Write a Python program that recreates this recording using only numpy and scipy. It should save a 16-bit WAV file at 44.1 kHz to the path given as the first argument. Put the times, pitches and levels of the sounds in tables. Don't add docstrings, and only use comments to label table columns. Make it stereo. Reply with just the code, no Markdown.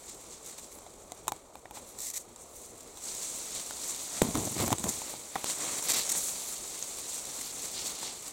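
import sys
import numpy as np
from scipy import signal
from scipy.fft import rfft, irfft
from scipy.io import wavfile
from scipy.ndimage import uniform_filter1d

SR = 44100
rng = np.random.default_rng(int(sys.argv[2]) if len(sys.argv) > 2 else 0)


def unload_wav(signal):
    wavfile.write(
        sys.argv[1],
        SR,
        np.round(np.clip(np.atleast_2d(signal).T, -1, 1) * 32767).astype(np.int16),
    )


N = 366912
T, HZ = np.arange(N) / SR, np.fft.rfftfreq(N, 1 / SR)

# (frequency [Hz], level [dB])
STEMS = [(100, 0), (200, 2), (400, 3), (750, 2), (1200, 0), (1650, -5.5), (2200, -1), (2900, -7.5),
         (4000, -2)]
# (frequency [Hz], level [dB])
EDGES = [(8000, -26), (10000, -1.5), (11500, -6.5), (13500, -10.5), (16000, -12.5)]
# (frequency [Hz], level [dB])
BLADE = [(1500, -38), (1850, -5.5), (2350, -11.5), (2900, -18.5), (3900, -4), (5000, -6.5), (5700, 1),
         (7800, 8), (9000, 0.5), (10800, 0), (13900, -1.5), (16000, -11)]
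# (frequency [Hz], level [dB])
SNAP = [(900, 15.5), (1550, -9), (2200, -9), (3000, -10.5), (3700, 3.5), (4600, -12.5), (7400, 3.5),
        (10000, -2.5), (16000, -7.5)]
FREE_POLARITY, PRESSED_POLARITY = 0.45, -0.3


def amp(db):
    return 10 ** (np.asarray(db) / 20)


def evened(x):
    return x / np.sqrt(np.mean(x.mean(0) ** 2) + 1e-20)


def read(points):
    hz, *columns = np.transpose(points)
    return [np.interp(np.log(HZ + 1), np.log(hz + 1), column) for column in columns]


def add(mix, s, sound):
    part = mix[:, max(round(s * SR), 0):][:, :sound.shape[1]]
    part += sound[:, :part.shape[1]]


def wander(hz):
    x = irfft(rfft(rng.standard_normal(N)) / (1 + (HZ / hz) ** 4), N)
    return x / x.std()


def heard(drive, spectrum, ports=None):
    # (frequency [Hz], likeness [0-1], left lead [rad], left-right [dB])
    open_ports = [(60, 0.25, -0.55, 5), (170, 0.07, -1.4, 4), (282, 1, -1.12, 4.5), (477, 0.75, -0.68, 1.5),
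                  (1510, 0.87, -0.45, 2), (6000, 1, 0.16, 0), (8260, 0.79, -0.49, -1.5),
                  (9500, 0.96, -1.45, 10), (10700, 0.98, -2.17, -4), (12300, 0.5, -1.8, 3.5),
                  (14000, 0.7, -1.4, -2)]
    same, lead, balance_db = read(open_ports if ports is None else ports)
    same = np.clip(same, 0, 1)
    low_hz, high_hz = spectrum[0][0], spectrum[-1][0] * 1.2
    skirts = 1 / (1 + (low_hz / (HZ + 1)) ** 8) / (1 + (HZ / high_hz) ** 12)
    a, b = rfft(drive) * amp(read(spectrum)[0]) * skirts
    left = a * amp(balance_db / 2)
    right = (same * a + np.sqrt(1 - same ** 2) * b) * np.exp(-1j * lead)
    return evened(irfft(np.array([left, right * amp(-balance_db / 2)]), N))


def slips(per_s, spread_db, clump_db, clump_hz):
    struck = rng.random(N) < per_s / SR
    size = amp(spread_db * np.minimum(rng.exponential(1, N), 4)) * struck
    sign = np.sign(rng.standard_normal((2, N)))
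    return size * amp(clump_db * wander(clump_hz)) * sign


def flicks(per_s, decay_s, depth):
    kicks = np.minimum(rng.exponential(1, N), 3) * (rng.random(N) < per_s / SR)
    return 1 + depth * signal.lfilter([1], [1, -np.exp(-1 / (decay_s * SR))], kicks)


def pushed(column, offset_db, slope):
    # (time [s], effort [dB])
    effort_curve = [(0, -52), (.62, -56.5), (.92, -56.5), (1.36, -60.5), (1.47, -63), (1.7, -61),
                    (1.86, -52), (2.28, -60.5), (2.45, -56), (2.97, -54), (3.08, -43), (3.76, -41.5),
                    (4.15, -40.5), (4.71, -40.5), (4.77, -48.5), (4.92, -41.5), (5.33, -47), (5.52, -41),
                    (6.28, -38), (6.72, -43.5), (7.15, -41), (7.9, -42.5), (8.32, -49)]
    # (peak time [s], length [s], blades [dB], stems [dB], leaf edges [dB], papery middle [dB])
    pushes = [(.105, 0.11, -47.5, -68, -72, -57), (0.33, 0.17, -50, -67, -67, -57),
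              (0.496, 0.19, -48, -59.5, -60, -56), (0.64, 0.089, -48, -73, -60, -57),
              (0.757, 0.1, -60, -70, -57, -77), (1.184, .12, -56, -63, -67, -68),
              (1.37, 0.071, -58, -63, -67, -68), (1.773, 0.079, -47, -54.5, -55, -56),
              (1.9, 0.08, -61, -75, -56, -71), (2.207, 0.054, -47, -70, -56, -60),
              (2.42, .08, -49, -87, -61, -72), (2.565, 0.16, -57, -85, -58, -72),
              (2.643, 0.22, -50.5, -70, -59, -66), (3.103, 0.15, -43.5, -69, -65, -52),
              (3.27, 0.55, -41, -79, -55, -53), (3.57, 0.16, -40, -57, -64, -47),
              (3.897, 0.13, -37, -58, -51, -54), (4.03, 0.05, -46, -68, -47, -58),
              (4.173, 0.15, -40.5, -50, -57, -49), (4.474, 0.23, -38.5, -66, -50, -58),
              (4.94, 0.39, -40.5, -56, -51, -52), (5.103, 0.21, -52, -52, -54, -53),
              (5.386, 0.16, -58, -49.5, -53, -68), (5.497, 0.13, -35, -47, -48, -42.5),
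              (5.652, 0.21, -36.5, -45, -53, -55), (5.745, 0.2, -38, -47, -52, -56),
              (5.786, 0.039, -34, -44, -42, -45), (5.853, 0.062, -37, -46.5, -41, -54),
              (5.96, 0.24, -47, -46.5, -47, -37.5), (6.135, 0.2, -34, -48, -55, -55),
              (6.182, .05, -32, -49, -37, -50), (6.26, 0.18, -34.5, -56, -41, -55),
              (6.452, 0.29, -53, -62, -47, -50), (6.99, 0.046, -43, -68, -48, -50),
              (7.14, .1, -40, -68, -50, -48), (7.466, 0.12, -52, -71, -48, -45),
              (7.645, 0.2, -46, -59, -54, -53), (7.776, 0.12, -43.5, -59, -67, -41.5),
              (7.865, 0.2, -38.5, -51.5, -49, -42), (8.066, 0.27, -44.5, -53.5, -66, -44),
              (8.275, 0.071, -43, -52.5, -55, -50)]
    walking_db = -37
    rise = 0.55
    t = T[::64]
    effort = np.interp(t, *np.transpose(effort_curve))
    power = amp(walking_db + offset_db + slope * (effort - walking_db)) ** 2
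    for s, length, *levels in pushes:
        swell = np.interp(t, [s - rise * length, s, s + (1 - rise) * length], [0, 1, 0])
        power += amp(levels[column]) ** 2 * swell ** 1.43
    return np.interp(T, t, np.sqrt(power))


def air():
    # (frequency [Hz], level [dB])
    wash_colour = [(12, -48), (20, -8.5), (63, -4), (118, -10.5), (156, -9.5), (209, -8.5), (404, -4.5),
                   (533, -4.5), (701, -7.5), (993, -11.5), (1260, -14), (1600, -28), (2080, -56),
                   (3520, -120)]
    wash = heard(rng.standard_normal((2, N)), wash_colour)
    murmur = irfft(rfft(wash) / (1 + (HZ / 520) ** 6), N)
    upper = wash - murmur
    return amp(-55) * (murmur * amp(0.05 + 2.1 * wander(11)) + upper * amp(-1.0 + 1.1 * wander(21)))


def cracks(decay_s=0.0048, ring_s=0.0012):
    # (time [s], burst [dB], ping [dB], ping frequency [Hz])
    crack_events = [(0.645, -54, -37, 7500), (.7865, -43.5, -42, 7600), (1.2882, -36, -30, 6800),
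                    (1.294, -47, -34, 7400), (1.3635, -53, -37, 7800), (2.361, -48, -33, 7500),
                    (2.9723, -40.5, -42, 7000), (4.7835, -37, -22, 7600), (4.796, -43, -23, 8000),
                    (4.8912, -48, -14, 7160), (5.8255, -34, -24, 7550), (6.826, -56, -19, 6600)]
    burst, ping, t = np.zeros((2, N)), np.zeros((2, N)), np.arange(2000) / SR
    for s, burst_db, ping_db, hz in crack_events:
        add(burst, s, amp(burst_db) * np.exp(-t / decay_s)[None])
        tone = np.exp(-t / ring_s) * np.sin(2 * np.pi * hz * t)
        add(ping, s, amp(ping_db) * tone[None])
    return ping + burst * heard(rng.standard_normal((2, N)), SNAP)


def groan(length, db):
    t = np.arange(0, length, 1 / SR)
    unevenness = uniform_filter1d(rng.standard_normal(SR), size=150)[:len(t)]
    hz = (200 + 2230 * t) * (1 + 1.2 * unevenness)
    hum = np.sin(np.pi * t / length) * np.sin(2 * np.pi * np.cumsum(hz) / SR)
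    return 2 * amp(db - 7) * hum * np.array([[PRESSED_POLARITY], [1]])


def drag():
    # (start [s], length [s], level [dB])
    rubs = [(4.221, 0.028, -31.5), (4.25, 0.066, -39), (4.338, 0.058, -34.5), (4.397, 0.082, -37.5),
            (4.505, .02, -39), (4.546, 0.049, -36.5), (4.588, 0.058, -32), (4.66, 0.025, -32),
            (4.71, 0.022, -30.5), (4.776, 0.047, -45.5), (4.832, 0.066, -38.5), (4.907, 0.072, -51)]
    # (frequency [Hz], level [dB])
    housing = [(24, -47), (40, -15), (97, -1.5), (190, -4), (226, 1), (354, -4.5), (509, -10.5),
               (732, -8.5), (949, -15), (1030, -10.5), (1570, -34), (2500, -31), (3250, -33), (5500, -120)]
    # (frequency [Hz], likeness [0-1], left lead [rad], left-right [dB])
    touched = [(60, 0.41, 2.4, -7.5), (300, 0.4, 2.87, -4.5), (840, 0.77, 2.53, -3.5),
               (2000, 0.5, 3.2, -1.5)]
    attack_s, release_s = 0.011, 0.012
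    presses = []
    for s, length, db in rubs:
        onset = np.clip((T - s) / attack_s, 0, 1)
        release = np.exp(-np.maximum(T - s - length, 0) / release_s)
        presses.append(amp(db) * onset * release)
    pressure = np.max(presses, axis=0)
    bumps = flicks(per_s=65, decay_s=0.0037, depth=0.66)
    judder = bumps * slips(per_s=900, spread_db=1.0, clump_db=1.0, clump_hz=60)
    rumble = amp(-0.5) * heard(judder, housing, touched)
    stalk = amp(-13.5) * heard(judder, STEMS, touched)
    grazes = slips(per_s=4400, spread_db=0, clump_db=4.5, clump_hz=70)
    scratch = amp([[-11], [-17]]) * heard(grazes, EDGES)
    out = pressure * (rumble + stalk + scratch)
    for s, length, db in rubs:
        add(out, s, groan(length, db))
    return out


def taps(snap_s=0.0013, ring_db=-3, low_cut_hz=100):
    # (time [s], snap [dB], knock [dB], ring pitch factor, ring length factor, left-right [dB])
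    tap_events = [(.865, -53, -39, 0.92, 1.1, -8), (1.12, -29.5, -34, 0.91, 1.5, 0),
                  (1.2716, -41, -38, 0.84, 1, -3), (1.2807, -19, -22, 1.09, 1.6, 13),
                  (1.2836, -29, -43, 1.2, 1.2, 10), (1.3205, -23.5, -21.5, 1.03, 1.16, 7),
                  (1.555, -38.5, -34, 1.08, 1.05, 0), (1.6553, -54, -34.5, 0.96, 0.62, 1),
                  (1.657, -56, -36.5, 2.4, 0.54, 4), (1.71, -37, -32.5, 1.06, 1.2, 5),
                  (1.772, -46, -34.5, 1.05, 1.9, 9), (3.709, -30, -36, 1.82, 0.76, -6),
                  (4.218, -19.5, 5, 0.59, .22, -1), (4.2205, -18, -11, 0.2, 2.2, -2.5),
                  (4.287, -47, -22.5, 0.29, 2.6, -6), (4.354, -25, -26, 1.55, .62, -2),
                  (4.374, -26, -30, 1.4, .6, 5), (4.473, -36, -27, 0.79, 1.2, -6),
                  (4.625, -31, -19, .83, 0.55, 2), (4.68, -21, -22, 0.66, 0.46, -2),
                  (4.7048, -24, -13, 0.94, 2, 5), (4.7284, -17, -14, 1.27, 0.72, -2.5),
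                  (4.8409, -26, -27.5, 0.23, 1.3, -8), (4.893, -42, -28, 0.39, 1, -2),
                  (5.018, -32, -27.5, 1.1, 0.79, 11), (5.139, -47, -32, 1, .78, -4),
                  (5.356, -31, -27.5, 2.46, 0.94, 15), (5.357, -44, -21.5, 0.99, 1.5, 10),
                  (5.3612, -48, -21, 1.4, 0.51, 19), (5.4432, -23, -15.5, 0.97, 0.086, 19.5),
                  (8.03, -44, -31.5, 1.15, .8, 8)]
    # (frequency [Hz], level [dB], t60 [s])
    case_modes = [(116, -19, .07), (332, -13.5, 0.036), (716, -18.5, 0.082), (792, 4.5, 0.023),
                  (928, -10.5, 0.053), (1260, -31, 0.02), (2240, -11, 0.019), (3620, -14, .014)]
    out, t = np.zeros((2, N)), np.arange(4000) / SR
    snap = heard(rng.standard_normal((2, N)), SNAP)
    for s, snap_db, knock_db, pitch, length, pan_db in tap_events:
        polarity = PRESSED_POLARITY if 4.2 < s < 4.95 else FREE_POLARITY
        sides = np.array([[polarity * amp(pan_db / 2)], [amp(-pan_db / 2)]])
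        ring = np.zeros(len(t))
        for hz, db, t60 in case_modes:
            ring += amp(db - 60 * t / (t60 * length)) * np.sin(2 * np.pi * hz * pitch * t)
        add(out, s, amp(knock_db + ring_db) * ring * sides)
        add(out, s, amp(snap_db) * np.exp(-t / snap_s) * snap[:, round(s * SR):][:, :len(t)])
    return signal.sosfilt(signal.butter(1, low_cut_hz, "highpass", fs=SR, output="sos"), out)


def swipes():
    # (time [s], length [s], level [dB], stem weight [dB], edge softness [0-1])
    swipe_events = [(0.083, 0.025, -44.5, -14, 1), (0.437, 0.076, -49, -18, 0.46),
                    (0.57, 0.038, -40, -10.5, 1), (0.706, 0.031, -47.5, -23, 0.7),
                    (1.971, 0.16, -36.5, -26, 0.54), (2.128, 0.068, -36.5, -21, 0.57),
                    (4.568, 0.082, -36.5, -2, 0.6), (4.643, 0.04, -36, -17, 0.27),
                    (4.716, 0.015, -32.5, -14, 0.4), (4.832, 0.021, -33, -28, 0.8),
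                    (4.878, 0.031, -30.5, -38, 0.8), (5.885, 0.04, -29.5, -11, 0),
                    (5.931, 0.02, -31, -8.5, 0.5), (5.957, 0.047, -32, -10.5, 0.2),
                    (6.091, 0.016, -26, -19.5, 0.57), (6.115, 0.013, -27, -29, .6),
                    (6.148, 0.018, -38, -4, 0.7), (7.409, .013, -35.5, -9.5, .4),
                    (8.02, 0.017, -41.5, -3, 0.7)]
    blade, stem = np.zeros((2, N))
    for s, length, db, weight_db, soft in swipe_events:
        ramp_s = length * max(soft, 0.05) / 2
        contact = np.clip(np.minimum(T - s, s + length - T) / ramp_s, 0, 1)
        blade += amp(db) * contact
        stem += amp(db + weight_db) * contact
    surge = flicks(per_s=400, decay_s=0.0025, depth=0.29)
    drive = surge * slips(per_s=6800, spread_db=0.3, clump_db=-2.5, clump_hz=150)
    return blade * heard(drive, BLADE) + stem * heard(drive, STEMS)


def crackle(per_s=22, decay_s=0.0038):
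    kicks = np.minimum(rng.exponential(1, N), 2) * (rng.random(N) < per_s / SR)
    bursts = signal.lfilter([1], [1, -np.exp(-1 / (decay_s * SR))], kicks)
    snaps = heard(bursts * rng.standard_normal((2, N)), BLADE)
    return amp(-11.5) * pushed(0, offset_db=0, slope=1) * snaps


def leaf_ticks(per_s, level_db, ring_cycles, count):
    t, out = np.arange(300) / SR, np.zeros((1, N))
    for hz in np.geomspace(5600, 8600, count):
        tick = np.exp(-t * hz / ring_cycles) * np.sin(2 * np.pi * hz * t)
        for when, size in rng.random((int(per_s * N / SR / count), 2)):
            add(out, when * N / SR, size ** 2 * tick[None])
    return amp(level_db) * evened(out)


def rustle():
    # (frequency [Hz], level [dB])
    leaves = [(2650, -34.5), (4500, -33), (5150, -15), (5640, -4.5), (7390, 3.5), (8680, 0.5),
              (11100, -17.5), (12000, -20), (15600, -47), (22000, -120)]
    # (frequency [Hz], level [dB])
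    paper_colour = [(2200, -5), (3000, -6), (3700, -0.5), (4400, 1), (5100, -2), (6500, -5)]
    leaf = pushed(0, offset_db=0, slope=1)
    stem = pushed(1, offset_db=-15, slope=0.71)
    edge = pushed(2, offset_db=-11, slope=0.98)
    paper = pushed(3, offset_db=-8, slope=1.16)
    surge = flicks(per_s=60, decay_s=0.014, depth=0.18)
    drive = surge * slips(per_s=12000, spread_db=1.5, clump_db=0.83, clump_hz=55)
    blades = amp(-0.52) * leaf * heard(drive, leaves)
    edges = amp(1.0) * edge * heard(drive[::-1], EDGES)
    paper_drive = surge * slips(per_s=7000, spread_db=2.0, clump_db=1.4, clump_hz=45)
    papery = amp(0.7) * paper * heard(paper_drive, paper_colour)
    stem_drive = surge * slips(per_s=3500, spread_db=1.5, clump_db=-0.1, clump_hz=40)
    stems = amp(4.0) * stem * heard(stem_drive, STEMS)
    ticks = leaf * leaf_ticks(per_s=340, level_db=-11.0, ring_cycles=18, count=20)
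    return blades + edges + papery + stems + ticks


def scene():
    return air() + cracks() + drag() + taps() + swipes() + crackle() + rustle()


def record(dry):
    # (frequency [Hz], side level [dB])
    width = [(1700, 1.5), (2200, -3.5), (2800, -25.5), (4000, -36.5), (5200, -33), (6600, -57),
             (7500, -7.5), (8600, -0.5)]
    mid = dry.mean(0)
    side = irfft(rfft(dry[0] - dry[1]) / 2 * amp(read(width)[0]), N)
    pair = np.clip([mid + side, mid - side], -1, 1)
    low_pass = signal.firwin(511, 16000, window=("kaiser", 9), fs=SR)
    return signal.oaconvolve(pair, low_pass[None], "same")


dry = scene()
out = record(dry)
unload_wav(out)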